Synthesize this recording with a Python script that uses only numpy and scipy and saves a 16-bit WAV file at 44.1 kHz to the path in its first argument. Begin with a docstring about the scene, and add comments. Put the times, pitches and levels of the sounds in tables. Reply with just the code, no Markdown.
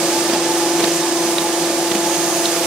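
"""The air pump of a paper folding machine hums, throbbing once per shaft turn, with a thin whine on top.
Hum and whine are sums of sines; about twice a second a sheet clacks through the fold, made of noise bursts,
decaying modes ring as metal ticks and low knocks, and one sheet swishes onto the pile.
Rollers and belts rumble as filtered noise and sing as wavering sines; air and sliding paper hiss
as filtered noise, mostly a little to the right. It is heard in a workshop, beside the delivery table."""
import sys
import numpy as np
from scipy import signal
from scipy.fft import rfft, irfft
from scipy.io import wavfile

SR = 44100
rng = np.random.default_rng(int(sys.argv[2]) if len(sys.argv) > 2 else 0)


def digitize_waveform(pressure):
    """Quantize a signal to 16-bit integers and store it at the path in sys.argv[1].

    Rows of a 2-D input are taken as channels; values are limited to [-1, 1].
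    """
    field = np.atleast_2d(pressure).T
    bounded = np.clip(field, -1, 1)
    quanta = np.round(bounded * 32767).astype(np.int16)
    wavfile.write(sys.argv[1], SR, quanta)


N = 117306
T = np.arange(N) / SR   # seconds
FREQS = np.fft.rfftfreq(N, 1 / SR) + 1e-3   # Hz, kept above zero for the logarithm

# Course of the hum, used relative to its mean. Each row: time in seconds, level in dB.
HUM_COURSE = [(0.0, -22), (.5, -20.5), (.78, -18.5), (1.02, -21.5), (1.28, -19.5), (1.43, -23.5),
              (1.6, -21), (2.4, -22), (2.66, -24.5)]
# Load on the shaft, throbbing once, twice and three times per turn in successive rows.
# Each row: share of the level (ratio), swing of the phase in radians, time of a dip in seconds.
LOAD_THROB = [(.42, .3, .030), (.12, .16, .0253), (.06, .08, .0285)]
# Weaker tones of the drive. Each row: multiple of the shaft rate (ratio), level in dB.
DRIVE_TONES = [(2, -69), (7, -42.5), (11, -56), (20, -43), (21, -38.5), (22, -43), (23, -41), (29, -41),
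               (31, -41), (35, -40.5), (49, -45)]
# Harmonics of the hum before trim. Each row: time in seconds, second harmonic in dB, third harmonic in dB.
HUM_OVERTONES = [(0.05, -36, -45), (1.31, -34.5, -32), (1.41, -34.5, -38), (2.6, -29.5, -37.5)]
# Partials of the whine. Each row: multiple of half the hum's pitch (ratio), level in dB before panning.
WHINE_PARTIALS = [(44, -53), (47, -54), (48, -45.5), (50, -44.5), (51, -47.5), (52, -40), (53, -51),
                  (54, -51), (56, -51), (62, -53)]

# Clacks of the fold. Each row: time of the peak in seconds, level in dB, rise time constant in seconds,
# decay time constant in seconds, weight of the thud relative to the snap in dB.
FOLD_CLACKS = [(.297, -24, .012, .035, -3), (.335, -27, .004, .02, 5), (.805, -21.5, .012, .007, 1),
               (.844, -17, .008, .008, -1), (.875, -27, .004, .012, 4), (1.3832, -14, .001, .003, -4),
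               (1.42, -22, .002, .006, -1), (1.9165, -15.5, .002, .004, 0), (1.951, -22, .002, .008, 5)]
# Relative spectrum of the snap. Each row: frequency in Hz, density in dB per Hz.
SNAP_SPECTRUM = [(500, 4), (900, -5), (1400, -2), (1900, -0.5), (2500, 1), (3200, 1.5), (3800, -2),
                 (4600, -4), (7000, -21), (12000, -52)]
# Relative spectrum of the thud. Each row: frequency in Hz, density in dB per Hz.
THUD_SPECTRUM = [(110, -2), (190, -5), (260, 1), (480, 5.5), (900, -1.5), (1600, -14)]
# Relative spectrum of the swish. Each row: frequency in Hz, density in dB per Hz.
SWISH_SPECTRUM = [(3000, -24), (7000, 8), (11000, 0), (15500, -16)]
# Blows on a small steel part. Each row: start in seconds, peak in dB of a mode at the favoured pitch
# before panning, favoured pitch in Hz, spread in Hz, time to fall by 60 dB in seconds.
TICK_BLOWS = [(.8375, -19, 3400, 400, .02), (.8425, -17, 3100, 1400, .02), (1.0315, -20.5, 3760, 150, .04),
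              (1.3832, -14, 3780, 170, .035), (1.9165, -18, 3520, 200, .03), (1.951, -19, 3000, 200, .025),
              (2.4555, -7.5, 3800, 520, .016), (2.467, -22, 3700, 300, .04)]
# Modes of the small steel part. Each entry: frequency in Hz.
TICK_MODES = [2400, 2980, 3540, 3770, 4170, 4450]
# Blows on the frame. Each row: start in seconds, level in dB to which each mode's own level is added.
FRAME_BLOWS = [(.335, -29), (1.915, -28), (1.9495, -22)]
# Modes of the frame. Each row: frequency in Hz, relative level in dB, time to fall by 60 dB in seconds.
FRAME_MODES = [(208, -6, .35), (262, -3, .08), (520, 4, .03), (780, 1, .02)]

# Rumble of rollers and belts. Each row: frequency in Hz, density in dB per Hz.
RUMBLE_SPECTRUM = [(20, -93), (45, -81), (75, -78), (100, -68.5), (125, -70), (150, -61.5), (205, -58.5),
                   (235, -60.5), (300, -53.5), (410, -59), (520, -54.5), (640, -55), (740, -56.5),
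                   (930, -59.5), (1200, -61.5), (1500, -73), (2500, -83.5)]
# Course of the rumble, used relative to its mean. Each row: time in seconds, level in dB.
RUMBLE_COURSE = [(0.0, -25.5), (0.8, -28.5), (0.83, -27), (1.0, -33), (1.03, -28.5), (2.66, -28.5)]
# Swells of the upper roller note. Each row: time of the peak in seconds, level in dB,
# half length to 1/e in seconds.
SING_SWELLS = [(0.164, -30, 0.033), (0.358, -22, 0.012), (0.506, -30, 0.024), (0.638, -32, 0.035),
               (0.76, -38, .03), (0.86, -33, 0.018), (1.035, -30, 0.018), (1.228, -36, 0.0091),
               (1.455, -23.5, 0.02), (1.726, -37, 0.018), (2.057, -28.5, 0.031), (2.114, -33, 0.013)]
# Rush of air and paper. Each row: frequency in Hz, density in dB per Hz.
RUSH_SPECTRUM = [(600, -81.5), (1000, -70), (1400, -63.5), (2100, -63.5), (3000, -63), (4200, -63),
                 (5000, -61), (5500, -62), (6000, -60.5), (7000, -61.5), (8000, -64), (9200, -64.5),
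                 (11000, -89), (16000, -95)]
# Course of the rush, used relative to its mean. Each row: time in seconds, level in dB.
RUSH_COURSE = [(0.02, -25), (0.06, -23.5), (0.36, -25), (2.04, -26), (2.05, -25.5), (2.62, -24)]
# Fine hiss of sliding sheets. Each row: frequency in Hz, density in dB per Hz.
HISS_SPECTRUM = [(5000, -88.5), (8500, -69.5), (10500, -66), (12000, -68.5), (13200, -68), (14500, -73),
                 (16000, -79)]
# Course of the hiss, used relative to its mean. Each row: time in seconds, level in dB.
HISS_COURSE = [(0.02, -35.5), (.14, -34.3), (.3, -37), (.39, -40.5), (.57, -35), (.68, -37.5), (.83, -35.5),
               (1.12, -37.7), (1.33, -34.5), (1.47, -37.2), (2.02, -36), (2.12, -34.5), (2.62, -33.5)]
# Air whistling past edges. Each row: start in seconds, length in seconds, centre in Hz, width in Hz,
# level in dB.
EDGE_WHISTLES = [(0.0, 2.64, 1730, 79, -40), (0.0, 0.42, 4940, 170, -34.5), (.55, 0.8, 5040, 170, -36.5),
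                 (.5, 0.86, 6120, 120, -37.5), (2.058, 0.45, 6530, 330, -30), (2.06, .6, 4980, 200, -42)]
# Stereo balance. Each row: frequency in Hz, left minus right in dB.
STEREO_BALANCE = [(100, 1.4), (350, 0.72), (800, -.5), (1400, -4), (2200, -6), (6000, -6.5), (8500, -4.5),
                  (10500, -1.3), (15000, -1.3)]
# Likeness of the two channels. Each row: frequency in Hz, shared part of the power (0 to 1).
STEREO_LIKENESS = [(40, 0.77), (150, 0.98), (700, 1), (1200, 0.9), (2200, 0.73), (3200, 0.38), (6000, 0.33),
                   (9500, 0.19), (12000, 0.45), (15500, 0.7)]

SHAFT_HZ, HUM_ORDER = 24.167, 14   # the hum lies on the 14th multiple of the shaft rate
HUM_HZ = HUM_ORDER * SHAFT_HZ
HUM_DB, HUM_JITTER_RAD, PHASE_LEAD_RAD = -21.5, .06, .8
SECOND_TRIM_DB, THIRD_TRIM_DB = -.5, -3.5
OVERTONE_WAVER_DB, DRIVE_WAVER_DB = 1.2, 3.5
WHINE_WAVER_DB, WHINE_PAN_DB = 3.2, -4.5   # negative pan lies to the right
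CLACK_LOW_CUT_HZ = 145
SWISH_S, SWISH_WIDTH_S, SWISH_DB, SWISH_PAN_DB = .964, .025, -23.5, 5
TICK_RISE_S, KNOCK_RISE_S = .0004, .0012
TICK_FALL_DB = 7   # loss of a mode one spread away from the favoured pitch
SING_HZ, SING_WAVER_HZ, SING_SAG_HZ = 862, 4, 10
SING_DB, SING_WAVER_DB = -35, 2
ROLLER_TURN_S, SAG_S = .269, .365   # period, and the time of one of the pitch sags
LOW_SING_HZ, LOW_SING_WAVER_HZ = 744, 11
LOW_SING_DB, LOW_SING_WAVER_DB = -43.5, 4.4
WHISTLE_FADE_S, WHISTLE_WAVER_DB = .12, 1.5
LEFT_LAG_S, LAG_ABOVE_HZ = .000042, 3200
CUTOFF_HZ = 15700


def pump():
    """Amplitude and phase modulation: a load periodic in the shaft turn throbs the hum among steadier tones."""
    level = 1
    phase = 2 * np.pi * HUM_HZ * T + HUM_JITTER_RAD * drift(9.8)
    for k, (share, radians, dip_s) in enumerate(LOAD_THROB, 1):
        turn = 2 * np.pi * k * SHAFT_HZ * (T - dip_s)
        level = level - share * np.cos(turn)
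        phase = phase + radians * np.cos(turn + PHASE_LEAD_RAD / k)
    hum = rms_one(level * np.cos(phase))
    out = from_db(HUM_DB) * hum * swing(HUM_COURSE, share=1.0)

    second_db, third_db = in_time(HUM_OVERTONES)
    trimmed = [(2, second_db + SECOND_TRIM_DB), (3, third_db + THIRD_TRIM_DB)]
    for harmonic, db in trimmed:
        gain = from_db(db + OVERTONE_WAVER_DB * drift(8))
        out += gain * tone(harmonic * HUM_HZ, jitter=.2)

    for order, db in DRIVE_TONES:
        gain = from_db(db + DRIVE_WAVER_DB * drift(4.6))
        out += gain * tone(order * SHAFT_HZ, jitter=.41)
    hum_bin = np.searchsorted(FREQS, HUM_HZ)
    return out * panned(across_hz(STEREO_BALANCE)[hum_bin])


def whine():
    """Additive synthesis: high partials of the pump flutter independently on each side."""
    sides = np.zeros((2, N))
    for side in sides:
        for multiple, db in WHINE_PARTIALS:
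            flutter = rms_one(from_db(WHINE_WAVER_DB * drift(9)))
            side += from_db(db) * flutter * tone(multiple * HUM_HZ / 2, jitter=.8)
    return sides * panned(WHINE_PAN_DB)


def sheets():
    """Impulsive noise: each sheet snaps through the fold with a thud; one swishes onto the pile."""
    snap, thud = np.zeros(N), np.zeros(N)
    for s, db, rise, decay, thud_db in FOLD_CLACKS:
        shape = from_db(db) * np.exp(-np.maximum((s - T) / rise, (T - s) / decay))
        snap += shape
        thud += shape * from_db(thud_db)
    snap_noise = rms_one(coloured(SNAP_SPECTRUM) * from_db(1.1 * drift(300)))
    thud_noise = rms_one(coloured(THUD_SPECTRUM))
    clack = snap * snap_noise + thud * thud_noise
    low_cut = signal.butter(4, CLACK_LOW_CUT_HZ, "high", fs=SR, output="sos")

    swish_shape = np.exp(-((T - SWISH_S) / SWISH_WIDTH_S) ** 2)
    swish = from_db(SWISH_DB) * swish_shape * panned(SWISH_PAN_DB) * rms_one(coloured(SWISH_SPECTRUM))
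    return signal.sosfilt(low_cut, clack) + swish


def ticks():
    """Modal excitation: each blow on a small steel part favours the modes near one pitch."""
    out = np.zeros(N)
    for s, db, centre_hz, spread_hz, t60 in TICK_BLOWS:
        for hz in TICK_MODES:
            loss_db = TICK_FALL_DB * abs(hz - centre_hz) / spread_hz
            out += struck(s, hz, db - loss_db, t60, TICK_RISE_S)
    return out * panned(pan_db=-6)


def knocks():
    """Modal superposition: the heavier blows set the damped modes of the frame booming."""
    out = np.zeros(N)
    for s, db in FRAME_BLOWS:
        for hz, mode_db, t60 in FRAME_MODES:
            out += struck(s, hz, db + mode_db, t60, KNOCK_RISE_S)
    return out


def rollers():
    """Broadband rumble with frequency-modulated notes: the upper one sags in pitch once per roller turn."""
    rumble = coloured(RUMBLE_SPECTRUM) * swing(RUMBLE_COURSE, share=.82)
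    level = from_db(SING_DB + SING_WAVER_DB * drift(7.2))
    for s, db, half in SING_SWELLS:
        level = level + from_db(db) * np.exp(-((T - s) / half) ** 2)
    sag = SING_SAG_HZ * np.cos(2 * np.pi * (T - SAG_S) / ROLLER_TURN_S)
    sing = level * tone(SING_HZ - sag + SING_WAVER_HZ * drift(8.6))
    low_level = from_db(LOW_SING_DB + LOW_SING_WAVER_DB * drift(3.9))
    low_sing = low_level * tone(LOW_SING_HZ + LOW_SING_WAVER_HZ * drift(7.15))
    return rumble + sing + low_sing


def air():
    """Flow noise: broad spectra give rush and hiss, narrow resonance curves give breathy whistles."""
    rush = coloured(RUSH_SPECTRUM) * swing(RUSH_COURSE, share=.89) * from_db(.5 * drift(23))
    hiss = coloured(HISS_SPECTRUM) * swing(HISS_COURSE, share=1.0) * from_db(.57 * drift(30))
    out = rush + hiss
    for start, length, hz, width_hz, db in EDGE_WHISTLES:
        inside = np.minimum(T - start, start + length - T)
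        gate = np.clip(inside / WHISTLE_FADE_S + .5, 0, 1)   # half open at start and end
        resonance = 1 / (1 + 2 * ((FREQS - hz) / width_hz) ** 2)
        gain = from_db(db + WHISTLE_WAVER_DB * drift(3.5))
        out += gain * gate * rms_one(wide_noise(resonance))
    return out


def struck(s, hz, db, t60, rise):
    """Damped oscillation: one mode rings from a blow at time s and decays exponentially."""
    age = np.maximum(T - s, 0)
    decay = from_db(db - np.minimum(60 * age / t60, 200))
    onset = np.minimum(age / rise, 1)
    return decay * onset * np.sin(2 * np.pi * (hz * age + rng.random()))


def tone(hz, jitter=0):
    """Phase as the integral of frequency: a sine of unit power, with phase jitter in radians."""
    cycles = np.cumsum(hz + 0 * T) / SR + rng.random()
    return np.sqrt(2) * np.sin(2 * np.pi * cycles + jitter * drift(6.4))


def wide_noise(gain):
    """Partial coherence: a direct part reaches the left ear later; a diffuse part comes from the room."""
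    direct, *diffuse = rfft(rng.standard_normal((3, N)))
    alike = np.clip(across_hz(STEREO_LIKENESS), 0, .999)
    lag = LEFT_LAG_S / (1 + (LAG_ABOVE_HZ / FREQS) ** 4)   # vanishes at low frequencies
    arrival = np.array([np.exp(-2j * np.pi * FREQS * lag), np.ones_like(lag)])
    pair = np.sqrt(alike) * direct * arrival + np.sqrt(1 - alike) * np.array(diffuse)
    balance = panned(across_hz(STEREO_BALANCE))
    return irfft(pair * gain * balance, N) * np.sqrt(SR / 2)   # gain becomes a density per Hz


def coloured(spectrum):
    """Spectral shaping: stereo noise with a power density in dB per Hz."""
    return wide_noise(from_db(across_hz(spectrum)))


def drift(rate):
    """Low-pass random process: slow chance with zero mean and spread 1, its corner at rate in Hz."""
    slow = irfft(rfft(rng.standard_normal(N)) / (1 + 1j * FREQS / rate) ** 2, N)
    return rms_one(slow - slow.mean())


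def swing(curve, share):
    """Amplitude modulation: a gain following a share of a level curve's departure from its mean."""
    db, = in_time(curve)
    return from_db(share * (db - db.mean()))


def panned(pan_db):
    """Level difference between channels: left and right gains, positive to the left."""
    return from_db(pan_db * np.array([[.5], [-.5]]))


def in_time(rows):
    """Linear interpolation in time: each column of a curve, at every sample."""
    s, *columns = np.transpose(rows)
    return [np.interp(T, s, column) for column in columns]


def across_hz(points):
    """Interpolation over log frequency: a table's values along the frequency axis."""
    hz, values = np.transpose(points)
    return np.interp(np.log(FREQS), np.log(hz), values)


def from_db(db):
    """Logarithmic level: decibels to amplitude gain."""
    return 10 ** (np.asarray(db) / 20)


def rms_one(x):
    """Mean square as power: scale to unit power."""
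    return x / np.sqrt(np.mean(x ** 2))


def scene():
    """Superposition: the pressures of all parts of the running machine add."""
    return pump() + whine() + sheets() + ticks() + knocks() + rollers() + air()


def record(dry):
    """Band limitation: a steep elliptic low-pass cuts the top."""
    low_pass = signal.ellip(12, .1, 90, CUTOFF_HZ, fs=SR, output="sos")
    return signal.sosfilt(low_pass, dry)


dry = scene()
out = record(dry)
digitize_waveform(out)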